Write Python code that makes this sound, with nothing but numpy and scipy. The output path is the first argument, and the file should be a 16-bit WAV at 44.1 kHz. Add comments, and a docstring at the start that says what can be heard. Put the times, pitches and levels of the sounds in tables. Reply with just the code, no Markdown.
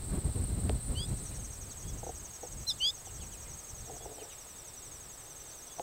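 """A late-summer garden. Ground crickets trill, scraper on wing file, over a far chorus; a lower group joins.
Wind eddies buffet the microphone at first and die away, over a faint hiss and whine.
Light knocks and one rub ring the hollow camera body. A finch at a feeder gives a few two-voiced
chirps, one tone from each side of its syrinx, with softer notes from birds farther off."""
import sys
import numpy as np
from scipy import signal
from scipy.fft import rfft, irfft
from scipy.io import wavfile
from scipy.ndimage import uniform_filter1d, map_coordinates

SR = 44100
rng = np.random.default_rng(int(sys.argv[2]) if len(sys.argv) > 2 else 0)


def log_audio(samples):
    """Write samples as a 16-bit WAV file to the path given in sys.argv[1]."""
    # one column per channel
    frames = np.atleast_2d(samples).T
    # limit to full scale, then quantise
    limited = np.clip(frames, -1, 1)
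    pcm = np.round(limited * 32767).astype(np.int16)
    wavfile.write(sys.argv[1], SR, pcm)


N = 256662
T = np.arange(N) / SR


def amp(db):
    return 10 ** (np.asarray(db) / 20)


def unit_rms(x):
    return x / np.sqrt(np.mean(x ** 2) + 1e-20)


def add(mix, start_s, sound):
    part = mix[max(round(start_s * SR), 0):][:len(sound)]
    part += sound[:len(part)]


def lowpass(x, cutoff_hz):
    return signal.sosfilt(signal.butter(4, cutoff_hz, fs=SR, output="sos"), x)


def noise(spectrum):
    """Unit-RMS noise shaped by (Hz, dB) points."""
    hz, db = np.transpose(spectrum)
    colour = amp(np.interp(np.log(np.fft.rfftfreq(N, 1 / SR) + 1), np.log(hz), db))
    return unit_rms(irfft(rfft(rng.standard_normal(N)) * colour, N))


def wander(rate_hz, size):
    """Smooth random motion of about unit size."""
    knots = rng.standard_normal(int(size / SR * rate_hz * 2) + 4)
    return map_coordinates(knots, [1 + np.arange(size) / SR * rate_hz * 2], order=3, mode="nearest")


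def swell(start_s, end_s, attack_s, release_s):
    """Linear attack, hold and release."""
    return np.clip(np.minimum((T - start_s) / attack_s, (end_s - T) / release_s), 0, 1)


def garden_scatter(x, t60_s, echoes_per_s=2000):
    """Leaves and walls scatter a short, thin tail."""
    t = np.arange(SR // 2) / SR
    taps = rng.standard_normal(len(t)) * (rng.random(len(t)) < echoes_per_s / SR)
    taps *= (t > .003) * amp(-60 * t / t60_s)
    return signal.fftconvolve(x, taps / np.linalg.norm(taps))[:N]


def wing_stroke(top_hz, length_s, sag_hz, crest=.36, jitter_hz=45):
    """The scraper speeds up, then slows along the file, so the pitch arches and sags."""
    progress = np.linspace(0, 1, int(length_s * SR))
    hz = top_hz - sag_hz * abs((progress - crest) / (1 - crest)) ** 1.6
    hz += jitter_hz * wander(350, len(progress))
    pressure = np.interp(progress, [0, .1, .35, .52, .75, .92, 1], [0, .4, 1, .85, .45, .26, 0])
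    return pressure * np.sin(2 * np.pi * (np.cumsum(hz) / SR + rng.random()))


# Runs of wing strokes. Each row: start in seconds, end in seconds, strokes per second, stroke length
# in seconds, top pitch in Hz, sag in Hz, relative level in dB, fade-out in seconds.
TRILLS = [(-.435, 1.75, 17.83, .029, 8700, 1400, -42, .55),
          (-.411, 1.75, 17.83, .028, 8730, 1500, -42, .82),
          (-.410, 1.70, 18.05, .026, 8060, 1050, -44.5, .56),
          (1.412, 5.82, 17.18, .026, 8250, 1200, -49.5, .01),
          (1.460, 5.82, 16.98, .022, 7810, 900, -49.5, .01),
          (1.123, 4.0, 18.7, .028, 6630, 850, -45.5, .05),
          (1.071, 5.82, 11.11, .041, 5960, 950, -49.5, .01),
          (1.076, 5.82, 11.22, .038, 6630, 720, -48.5, .01),
          (5.033, 5.82, 18.9, .028, 6330, 600, -49.5, .01)]


def cricket_trills(fade_in_s=.3, uneven_db=1.6, detune_hz=30, sag_spread=.1, jitter_s=.001):
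    """Each cricket repeats its stroke at a steady rate, never twice quite alike."""
    out = np.zeros(N)
    for start_s, end_s, rate_hz, length_s, top_hz, sag_hz, db, fade_out_s in TRILLS:
        times = np.arange(start_s, end_s, 1 / rate_hz)
        for at_s in times[times > 0]:
            fade = np.clip((at_s - start_s + 1 / rate_hz) / fade_in_s, 0, 1)
            fade *= np.clip((end_s - at_s) / fade_out_s, 0, 1)
            force, pitch, sag, late = rng.standard_normal(4)
            stroke = wing_stroke(top_hz + detune_hz * pitch, length_s, sag_hz * (1 + sag_spread * sag))
            add(out, at_s + jitter_s * late, fade * amp(db + uneven_db * force) * stroke)
    return out


# Spectra of two far cricket groups. Each row: frequency in Hz, relative density in dB.
HIGH_GROUP_SPECTRUM = [(6500, -54), (7200, -12), (7900, -2.5), (8300, -4.5), (8650, 2.5), (9000, -11),
                       (9600, -24), (10300, -66)]
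LOW_GROUP_SPECTRUM = [(6400, -47), (7100, -12), (7600, -1), (8250, -1), (8600, -3.5), (9000, -15),
                      (9600, -24), (10300, -54)]
# Group levels. Each row: time in seconds, high group in dB, low group in dB.
CHORUS_LEVELS = [(0, -52, -76), (1.15, -53, -56.5), (1.5, -55, -54.5), (1.8, -66, -53.5), (3.5, -82, -53.5),
                 (5.82, -82, -56.5)]


def cricket_chorus(flicker_db=1.0, throb_hz=14.0, throb_depth=.055):
    """Many far crickets blur into throbbing bands."""
    times, high_db, low_db = np.transpose(CHORUS_LEVELS)
    high = amp(np.interp(T, times, high_db)) * noise(HIGH_GROUP_SPECTRUM)
    low = amp(np.interp(T, times, low_db)) * noise(LOW_GROUP_SPECTRUM)
    throb = 1 + throb_depth * np.cos(2 * np.pi * throb_hz * T)
    return (high + low) * amp(flicker_db * wander(35, N)) * throb


# Tree cricket songs. Each row: start in seconds, end in seconds, pitch in Hz, half-width in Hz,
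# level in dB, pulses per second. A row that starts after its end is silent.
TREE_CRICKETS = [(-1.5, 1.74, 4130, 720, -64, 51), (3.5, 7, 3660, 250, -71, 57),
                 (7.5, 7, 4700, 160, -72, 42)]


def tree_crickets(pulse_depth=.18):
    """Far tree crickets merge into narrow, pulsing bands of noise."""
    out = np.zeros(N)
    for start_s, end_s, hz, width_hz, db, pulse_hz in TREE_CRICKETS:
        band = noise([(hz - 2 * width_hz, -50), (hz - width_hz, -12), (hz, 0),
                      (hz + width_hz, -12), (hz + 2 * width_hz, -50)])
        pulsing = 1 + pulse_depth * np.sin(2 * np.pi * pulse_hz * T)
        out += amp(db) * swell(start_s, end_s, .58, .46) * band * pulsing
    return out


# Breeze strength. Each row: time in seconds, relative level in dB.
BREEZE = [(1.17, -42.5), (1.64, -47.5), (1.74, -56), (1.75, -48.5), (1.96, -41.5), (2.39, -59.5),
          (2.62, -43), (2.65, -53.5), (3.0, -61.5), (3.24, -43), (3.33, -53), (3.55, -48.5), (3.66, -63),
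          (3.84, -42.5), (3.86, -53), (4.07, -55), (4.21, -71), (4.93, -57.5), (5.75, -67.5), (5.82, -58)]
# Single eddies hitting the microphone. Each row: start in seconds, length in seconds, relative level in dB.
THUMPS = [(0.098, 0.097, -32), (0.245, 0.055, -29), (0.348, 0.11, -32), (0.484, 0.069, -33),
          (0.562, 0.044, -32.5), (0.62, 0.15, -30), (0.884, 0.068, -33), (0.962, 0.059, -34.5),
          (1.087, 0.059, -31)]
# Wind rumble. Each row: frequency in Hz, relative density in dB.
RUMBLE_SPECTRUM = [(10, -23), (30, -9.5), (65, 1.5), (120, -3), (200, -13.5), (400, -21), (800, -33.5),
                   (2000, -44.5), (5000, -57)]


def wind(breeze_db=-.5, flutter_db=2.0, flutter_hz=11, thump_db=-1, edge_s=.029,
         eddy_db=-48, eddy_growth=1.04, sway_db=-3, sway_limit_db=-42):
    """Wind rumbles on the microphone: light air mostly sways it, strong gusts shed many small eddies."""
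    force = amp(np.interp(T, *np.transpose(BREEZE)) + breeze_db + flutter_db * wander(flutter_hz, N))
    for start_s, length_s, db in THUMPS:
        thump = swell(start_s - edge_s / 2, start_s + length_s + edge_s / 2, edge_s, edge_s)
        force = np.hypot(force, amp(db + thump_db) * thump)
    strength_db = 20 * np.log10(force) + 32
    rumble = noise(RUMBLE_SPECTRUM)
    rumble /= np.sqrt(uniform_filter1d(rumble ** 2, size=3000))  # the gust alone sets the slow level
    eddies = noise([(80, -4), (200, 3.5), (400, -14.5), (800, -14.5), (2000, -88), (5000, -65)])
    eddies *= amp(eddy_db + eddy_growth * strength_db)
    sway = noise([(10, -16), (25, 0), (50, 4.0), (80, -18), (200, -64)])
    sway *= amp(sway_db) * force / np.hypot(1, force / amp(sway_limit_db))
    return force * rumble + eddies + sway


# Background air. Each row: frequency in Hz, relative density in dB.
AIR_SPECTRUM = [(20, -0.5), (120, -1.5), (200, -11), (400, -5.5), (800, -7.5), (1300, -11.5), (2400, -15.5),
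                (5000, -16), (9500, -18), (12000, -18), (16000, -17.5)]


def air(level_db=-53):
    """A steady, broad hiss."""
    return amp(level_db) * noise(AIR_SPECTRUM)


def whine(pitch_hz=1265, drift_hz=4, level_db=-71.5):
    """A faint, nearly steady tone."""
    hz = pitch_hz + drift_hz * wander(5.5, N)
    return amp(level_db) * np.sin(2 * np.pi * np.cumsum(hz) / SR)


# Buzzy chirps. Each row: start in seconds, length in seconds, top pitch in Hz, level in dB.
BUZZES = [(0.125, 0.062, 9200, -46), (0.338, .07, 9400, -55), (0.838, 0.061, 9140, -44),
          (.972, .05, 9550, -57), (1.208, 0.051, 9140, -45), (1.28, .07, 9450, -56)]


def cricket_buzzes(stroke_rate_hz=122):
    """Brief chirps of very fast wing strokes."""
    out = np.zeros(N)
    for start_s, length_s, top_hz, db in BUZZES:
        for after_s in np.arange(0, length_s, 1 / stroke_rate_hz):
            arch = np.sin(np.pi * (.11 + .94 * after_s / length_s))
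            add(out, start_s + after_s, arch * amp(db) * wing_stroke(top_hz, length_s=.0094, sag_hz=350))
    return out


# Camera body modes. Each row: frequency in Hz, relative level in dB, 60 dB decay time in seconds.
BODY_MODES = [(366, -12.5, 0.074), (499, -3.5, 0.049), (677, 1, 0.019), (781, -3.5, 0.036)]


def body_ring(pitch, rise_s=.0018, uneven_db=2.6):
    """The hollow camera body rings in damped modes, balanced differently at each strike."""
    t = np.arange(SR // 8) / SR
    ring = np.zeros(len(t))
    for hz, db, t60_s in BODY_MODES:
        decay = amp(db + uneven_db * rng.standard_normal() - 60 * t / t60_s)
        ring += decay * np.sin(2 * np.pi * hz * pitch * t)
    return ring * (1 - np.exp(-t / rise_s))


# Knocks on the camera. Each row: start in seconds, relative ring level in dB, ring pitch factor,
# relative tick level in dB.
KNOCKS = [(0.6953, -20.5, 0.89, -19), (2.031, -30, 1, -52), (2.066, -26, 1, -44), (2.092, -29, 0.93, -60),
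          (2.432, -29, 0.98, -52), (2.448, -35.5, 0.98, -70), (3.07, -38, 0.97, -70),
          (3.896, -32.5, 0.98, -64), (3.964, -37.5, 0.954, -65), (4.056, -30.5, 1.06, -62),
          (4.182, -37, 1.044, -65), (4.25, -36.5, 1.07, -65), (4.332, -64, 1.0, -36),
          (5.783, -35, 1.4, -60), (5.796, -25.5, 1.05, -30)]


def camera_knocks(tick_hz=3000, tick_decay_s=.000091, dull_hz=1000):
    """A tiny contact tick, then the body's dull ring."""
    ticks, rings = np.zeros(N), np.zeros(N)
    t = np.arange(SR // 8) / SR
    tick = 2 * lowpass(np.exp(-t / tick_decay_s) * np.sin(2 * np.pi * tick_hz * t), 5500)
    for start_s, ring_db, pitch, tick_db in KNOCKS:
        add(rings, start_s, amp(ring_db) * body_ring(pitch))
        add(ticks, start_s, amp(tick_db) * tick)
    return ticks + lowpass(rings, dull_hz)


def syrinx(shape, notes, octave_db=-30, third_db=-45, sum_db=-45, upper_sum_db=-45,
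           rasp=.049, waver_hz=14, near_db=-27, near_scatter_db=-21.5, scatter_growth=.45):
    """The two sides of the syrinx sing a tone each; their coupling adds overtones and sum tones."""
    direct, scattered = np.zeros(N), np.zeros(N)
    times, *columns = np.transpose(shape)
    t = np.arange(0, times[-1], 1 / SR)
    low_hz, low_db, high_hz, high_db = (np.interp(t, times, column) for column in columns)
    for start_s, db, pitch, lift_db in notes:
        low_rad = 2 * np.pi * np.cumsum(pitch * low_hz + waver_hz * wander(219, len(t))) / SR
        high_rad = 2 * np.pi * np.cumsum(pitch * high_hz + 3 * waver_hz * wander(202.6, len(t))) / SR
        voices = amp(low_db) * np.sin(low_rad)
        voices += amp(high_db + lift_db) * np.sin(high_rad) * (1 + 3 * rasp * wander(214, len(t)))
        overtones = amp(octave_db) * np.sin(2 * low_rad) + amp(third_db) * np.sin(3 * low_rad)
        overtones += amp(sum_db) * np.sin(low_rad + high_rad)
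        overtones += amp(upper_sum_db) * np.sin(2 * low_rad + high_rad)
        note = (voices + amp(.8 * low_db) * overtones) * (1 + rasp * wander(900, len(t)))
        note *= np.sqrt(2) * amp(db) * signal.windows.tukey(len(t), .05)
        add(direct, start_s, note)
        # Softer notes are farther off, so a larger share scatters.
        add(scattered, start_s, amp(near_scatter_db + scatter_growth * (near_db - db)) * note)
    return direct + garden_scatter(scattered, t60_s=.12)


# Note shapes. Each row: time into the note in seconds, low voice base pitch in Hz, its relative level
# in dB, high voice base pitch in Hz, its relative level in dB.
RISING_SHAPE = [(0, 2780, -24, 4350, -45), (.005, 2820, -14, 4380, -38), (.013, 2955, -6, 4425, -26),
                (.025, 3047, -4, 4530, -18), (.048, 3200, 0, 4700, -9), (.068, 3360, -1, 4880, -11),
                (.085, 3440, -2, 4915, -11), (.1, 3470, -6, 5020, -14), (.107, 3655, -10, 5130, -19),
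                (.113, 3850, -24, 5300, -36)]
SLUR_SHAPE = [(0, 3465, -8, 4620, -28), (.014, 3383, 4, 4550, -10), (.03, 2910, 0.5, 4120, -4),
              (.045, 2550, 0, 3500, -22), (.062, 2200, -16, 3150, -35)]
WHISTLE_SHAPE = [(0, 3230, -14, 4700, -30), (.02, 3315, -2, 4800, -12), (.07, 3430, 0, 4900, -5),
                 (.1, 3490, -12, 5000, -24)]
FALLING_SHAPE = [(0, 3900, -26, 4900, -42), (.005, 4000, -12, 5150, -28), (.012, 4190, -6, 5830, -13),
                 (.02, 4110, -2, 5790, -7), (.032, 4005, 0, 5650, -3), (.042, 3630, -1, 5250, -5),
                 (.051, 3490, -4, 4960, -8), (.058, 3530, -13, 5040, -14), (.065, 3800, -25, 5300, -32)]
# Notes sung. Each row: start in seconds, relative level in dB, pitch factor, high voice lift in dB.
RISING_NOTES = [(.946, -41.5, 0.99, 4.5), (2.799, -28, 1.0, 2)]
SLURRED_NOTES = [(1.30, -67, 0.75, 0), (1.687, -61.5, 1.38, -10), (2.738, -64, 1.3, -10),
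                 (3.048, -63.5, 1.05, -6), (3.192, -60.5, 1.02, 4), (3.312, -63, 0.96, -1),
                 (3.44, -66, 0.73, -2), (3.81, -65, 1.38, -10), (4.18, -61, 0.93, 3), (4.289, -63, 0.92, 6),
                 (5.498, -65, 1.36, -16)]
WHISTLED_NOTES = [(1.825, -63.5, 0.99, -2), (3.97, -65, 1.0, 0), (5.66, -65, 1.0, 0)]
FALLING_NOTES = [(2.665, -31, 1.0, 0)]


def finches():
    """Rising and falling chirps nearby; raspy falling slurs and nearly level whistles farther off."""
    rising = syrinx(RISING_SHAPE, RISING_NOTES,
                    octave_db=-17, third_db=-34, sum_db=-31, upper_sum_db=-33, rasp=.062)
    slurs = syrinx(SLUR_SHAPE, SLURRED_NOTES, rasp=.15, waver_hz=92)
    whistles = syrinx(WHISTLE_SHAPE, WHISTLED_NOTES)
    falling = syrinx(FALLING_SHAPE, FALLING_NOTES,
                     octave_db=-20, third_db=-21, sum_db=-22, upper_sum_db=-35, rasp=.05)
    return rising + slurs + whistles + falling


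def camera_rub(level_db=-52, slips_per_s=300, dull_hz=1000):
    """The camera rubs on its mount once; many small slips ring the body."""
    slips = rng.standard_normal(N) * (rng.random(N) < slips_per_s / SR)
    ringing = unit_rms(signal.fftconvolve(slips, body_ring(pitch=.88))[:N])
    envelope = swell(start_s=3.82, end_s=4.3, attack_s=.077, release_s=.07)
    return lowpass(amp(level_db) * envelope * ringing, dull_hz)


def scene():
    """All sources at one microphone, the same in both channels."""
    crickets = amp(-.22) * cricket_trills() + cricket_buzzes()
    mono = crickets + amp(-8.5) * garden_scatter(crickets, t60_s=.11)
    mono += cricket_chorus() + tree_crickets() + wind() + air() + whine()
    mono += camera_knocks() + finches() + camera_rub()
    return np.array([mono, mono])


def record(dry, cutoff_hz=15800):
    """A steep band limit on the top treble."""
    taps = signal.firwin(511, cutoff_hz, window=("kaiser", 9), fs=SR)
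    return signal.oaconvolve(dry, taps[None], "same")


dry = scene()
out = record(dry)
log_audio(out)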